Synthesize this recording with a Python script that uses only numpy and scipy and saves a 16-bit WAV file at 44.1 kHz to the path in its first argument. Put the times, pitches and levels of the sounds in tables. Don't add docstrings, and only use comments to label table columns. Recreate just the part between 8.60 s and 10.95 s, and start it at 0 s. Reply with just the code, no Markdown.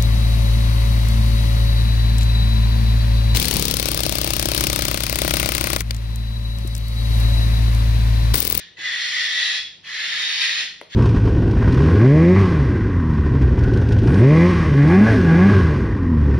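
import sys
import numpy as np
from scipy import signal
from scipy.fft import rfft, irfft, next_fast_len
from scipy.io import wavfile

SR = 44100
rng = np.random.default_rng(int(sys.argv[2]) if len(sys.argv) > 2 else 0)


def to_wav(s):
    ch = np.atleast_2d(s).T
    pcm = np.round(np.clip(ch, -1, 1) * 32767)
    wavfile.write(sys.argv[1], SR, pcm.astype(np.int16))


N = 103635
LEAD = SR // 2


def amp(db):
    return 10 ** (np.asarray(db) / 20)


def unit_rms(x):
    return x / np.sqrt(np.mean(x ** 2) + 1e-20)


def clock():
    return np.arange(-LEAD, N) / SR


def log_interp(points, hz):
    point_hz, values = np.transpose(points)
    return np.interp(np.log(hz + 1), np.log(point_hz + 1), values)


def filtered(x, response):
    n = x.shape[-1]
    size = next_fast_len(n + 8192)
    return irfft(rfft(x, size) * response(np.fft.rfftfreq(size, 1 / SR)), size)[..., :n]


def wobble(hz):
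    knots = rng.standard_normal(4000)
    return unit_rms(np.interp(np.arange(N + LEAD) * hz / SR, np.arange(len(knots)), knots))


def noise(spectrum, drive=1):
    white = drive * rng.standard_normal(N + LEAD)
    return unit_rms(filtered(white, lambda hz: amp(log_interp(spectrum, hz))))


def resonance(drive, centre_hz, width_hz):
    white = drive * rng.standard_normal((2, len(drive)))
    a, b = filtered(white, lambda hz: (1 + 2j * hz / width_hz) ** -2)
    phase = 2 * np.pi * np.cumsum(centre_hz) / SR
    return unit_rms(a * np.cos(phase) + b * np.sin(phase))


# start in seconds, end in seconds, level in dB, rise in seconds.
BREATHS = [(-.5, -0.055, -33, 0.061), (0.161, 0.953, -25.5, 0.058), (1.225, 2.003, -24.5, 0.055),
           (2.289, 2.902, -22, 0.067)]
# time in seconds, opening 0-1, effort in dB, throat resonance in Hz,
# its relative level in dB, mouth resonance in Hz, its relative level in dB.
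BEAK_GESTURE = [(0, 0.8, -0.8, 1883, -0.5, 3617, -1), (0.171, 0, 0.8, 1863, -1.5, 3430, -6.5),
                (0.402, 0.7, 0, 1895, -1.5, 3530, -3.5), (.52, 0.72, 1.5, 1870, -2.5, 3577, -7),
                (0.629, 1, -0.74, 1897, 0, 3570, -1.5), (.8, 0.87, 0.2, 1911, -0.7, 3613, -1),
                (0.901, 0.98, -0.3, 1888, -2.5, 3854, -6), (0.969, 1, 1.6, 1860, -3.5, 3860, -18),
                (1.23, 0, -2.5, 1830, -7, 3380, -8), (1.37, .35, -0.5, 1983, -2, 3488, -7.5),
                (1.5, 0.53, -0.9, 1879, -2, 3573, -4), (1.671, 0.81, 0, 1890, -5, 3710, -1.5),
                (1.83, 0.92, 0.36, 1881, -3, 3690, -5), (2, 0.76, 0.7, 1900, -4, 3610, -8),
                (2.3, 0, -1.5, 1729, -10, 3350, -4)]
# frequency in Hz, relative density in dB.
NARROW_BEAK_SPECTRUM = [(300, -41), (700, -16), (1100, -21), (1500, -6), (2000, 0), (2400, -1),
                        (2700, -0.5), (3000, 2), (3450, -6), (3850, -2.5), (4200, 0), (5000, -6),
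                        (6100, -11.5), (6900, -7.5), (8500, -31.5), (10500, -28.5), (12800, -38),
                        (15500, -35)]
OPEN_BEAK_SPECTRUM = [(300, -62), (700, -20.5), (1100, -20), (1500, -15), (2000, -7.5), (2450, -1.5),
                      (2950, -3), (3300, 1.5), (3700, -1), (4050, -2.5), (4400, 0), (4900, -5.5),
                      (5500, -8.5), (6200, -11.5), (7000, -12.5), (8500, -26.5), (10500, -26.5),
                      (12800, -42.5), (15500, -32)]
# start in seconds, end in seconds,
# first centre in Hz, last centre in Hz, width in Hz, level in dB.
AIRWAY_WHISTLES = [(0.86, 1.032, 3252, 3437, 84, -31.5), (1.228, 1.357, 1138, 1253, 510, -49),
                   (1.55, 2.049, 2233, 2516, 381.9, -32.5)]


def bird_hiss(release_s=0.037, rasp_hz=327.1, rasp_db=2.5, flutter_hz=60.2, flutter_db=0.8):
    t = clock()
    airflow = amp(rasp_db * wobble(rasp_hz) + flutter_db * wobble(flutter_hz))
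    times_s, *columns = np.transpose(BEAK_GESTURE)
    curves = [np.interp(t, times_s, column) for column in columns]
    gape, effort_db, throat_hz, throat_db, mouth_hz, mouth_db = curves
    gape = np.clip(gape, 0, 1)
    throat = amp(throat_db) * resonance(airflow, throat_hz, width_hz=308)
    mouth = amp(mouth_db) * resonance(airflow, mouth_hz, width_hz=357)
    narrow_rush = np.sqrt(1 - gape ** 2) * amp(-4) * noise(NARROW_BEAK_SPECTRUM, airflow)
    open_rush = gape * amp(2.33) * noise(OPEN_BEAK_SPECTRUM, airflow)
    pressure = 0
    for start_s, end_s, db, rise_s in BREATHS:
        rise = np.clip((t - start_s) / rise_s, 0, 1)
        fall = np.clip(1 - (t - end_s) / release_s, 0, 1)
        pressure += amp(db) * rise * fall
    hiss = pressure * amp(effort_db) * (throat + mouth + narrow_rush + open_rush)
    for start_s, end_s, first_hz, last_hz, width_hz, db in AIRWAY_WHISTLES:
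        progress = np.clip((t - start_s) / (end_s - start_s), 0, 1)
        swell = 2 * np.sqrt(progress * (1 - progress))
        centre_hz = first_hz + (last_hz - first_hz) * progress
        hiss += amp(db) * swell * resonance(airflow, centre_hz, width_hz)
    return hiss


# frequency in Hz, level in dB.
HUM_LINES = [(99, -70), (153, -70.5), (178, -69)]
# frequency in Hz, relative density in dB.
AIR_SPECTRUM = [(20, -45), (32, -30), (45, 0.5), (70, -5), (130, -6), (190, -5.5), (270, -6.5), (400, -6.5),
                (600, -11.5), (950, -11.5), (1400, -17), (3000, -11.5), (8000, -27.5), (15000, -67)]


def appliances(air_db=-59):
    hum = 0
    for hz, db in HUM_LINES:
        phase = 2 * np.pi * hz * clock() + 0.5 * wobble(hz=5.43)
        hum += amp(db) * np.sqrt(2) * np.sin(phase)
    air = stereo_spread(np.array([noise(AIR_SPECTRUM), noise(AIR_SPECTRUM)]))
    return hum + amp(air_db) * air


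# start in seconds, level in dB.
TUB_NUDGES = [(0.18, -53.5), (1.666, -54), (1.993, -50.5)]
# frequency in Hz, relative density in dB.
SCUFF_SPECTRUM = [(100, -37), (330, 5.5), (600, -4.5), (850, -3), (1150, -5), (3000, -31)]


def tub_nudges(t60_s=0.29):
    t, scuffs = clock(), 0
    for start_s, db in TUB_NUDGES:
        age_s = np.maximum(t - start_s, 0)
        scuffs += (t > start_s) * amp(db - 60 * age_s / t60_s) * noise(SCUFF_SPECTRUM)
    return scuffs


# start in seconds, level in dB.
SPOON_KNOCKS = [(2.213, -26.5)]
# frequency in Hz, relative level in dB, T60 in seconds.
TUB_MODES = [(351.3, -17, 0.1), (438, -6.5, 0.057), (556, -4, 0.044), (612, -17, 0.18), (923, -11, 0.024),
             (1990, 14, 0.0069), (2900, -4, 0.013)]
# frequency in Hz, relative density in dB.
CLICK_SPECTRUM = [(300, 1), (3000, 3.5), (7000, -10), (11000, -4), (15000, -40)]


def spoon_knock(rise_s=0.0025, click_t60_s=0.0097):
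    flex_start_hz, flex_end_hz, glide_s, flex_t60_s = 2528, 460, 0.0011, 0.032
    t, knocks = clock(), 0
    for start_s, db in SPOON_KNOCKS:
        age_s = np.maximum(t - start_s, 0)
        glide = 1 - np.exp(-age_s / glide_s)
        cycles = flex_end_hz * age_s + (flex_start_hz - flex_end_hz) * glide_s * glide
        flex = 1.17 * np.sin(2 * np.pi * cycles) * amp(-60 * age_s / flex_t60_s)
        ring = sum(amp(mode_db - 60 * age_s / t60_s) * np.sin(2 * np.pi * hz * age_s)
                   for hz, mode_db, t60_s in TUB_MODES)
        click = amp(-60 * age_s / click_t60_s) * noise(CLICK_SPECTRUM)
        attack = 1 - np.exp(-age_s / rise_s)
        knocks += amp(db) * (flex + ring + click) * attack
    return knocks


# frequency in Hz, left-right correlation (clipped to -1..1 in use).
STEREO_CORRELATION = [(60, 0.7), (280, 0.86), (550, 0.6), (800, -0.35), (1300, 0.38), (1900, 0.85),
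                      (2400, 0.56), (2900, 0.24), (3600, 0.2), (4100, 0.91), (4600, -0.29), (5400, 0.95),
                      (6100, -0.033), (6800, -0.81), (7800, -1.37), (9000, -0.32), (10500, 0.93),
                      (12800, 0.091), (14000, -1.52)]


def stereo_spread(pair):
    def mid_side_gains(hz):
        angle = np.arccos(np.clip(log_interp(STEREO_CORRELATION, hz), -1, 1)) / 2
        return np.array([np.cos(angle), np.sin(angle)])
    mid, side = filtered(pair, mid_side_gains)
    return np.array([mid + side, mid - side])


# frequency in Hz, T60 in seconds.
ROOM_DECAY = [(200, 0.23), (700, 0.44), (1300, 0.42), (2000, 0.43), (3500, 0.51), (6000, 0.47),
              (12000, 0.32)]


def kitchen_echo(source, decay=ROOM_DECAY, patterns=14):
    echo, position = 0, np.linspace(0, patterns - 1, len(source))
    for k in range(patterns):
        hz, t, spectra = signal.stft(rng.standard_normal((2, SR // 2)), SR, nperseg=256)
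        fade = amp(-60 * t / log_interp(decay, hz)[:, None])
        tail = stereo_spread(signal.istft(spectra * fade, SR, nperseg=256)[1])
        tail = unit_rms(tail) / np.sqrt(tail.shape[1])
        share = np.sqrt(np.clip(1 - abs(position - k), 0, 1))
        echo += signal.fftconvolve((share * source)[None], tail, axes=1)[:, :len(source)]
    return echo


def pan_left(db):
    return amp([[db], [-db]])


def scene():
    hiss = bird_hiss()
    tub = spoon_knock() + tub_nudges()
    early_decay = [(1000, 0.044)]
    early = kitchen_echo(hiss, early_decay, patterns=6)
    far = (amp(-11.5) * early + amp(-2.21) * kitchen_echo(hiss)) * pan_left(db=0.24)
    near = tub * pan_left(db=2) + amp(-6) * kitchen_echo(tub, patterns=2)
    mix = far + near + appliances() * pan_left(db=0.8)
    return mix[:, LEAD:]


def record(dry):
    cutoff_hz = 15800
    return filtered(dry, lambda hz: hz < cutoff_hz)


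dry = scene()
out = record(dry)
to_wav(out)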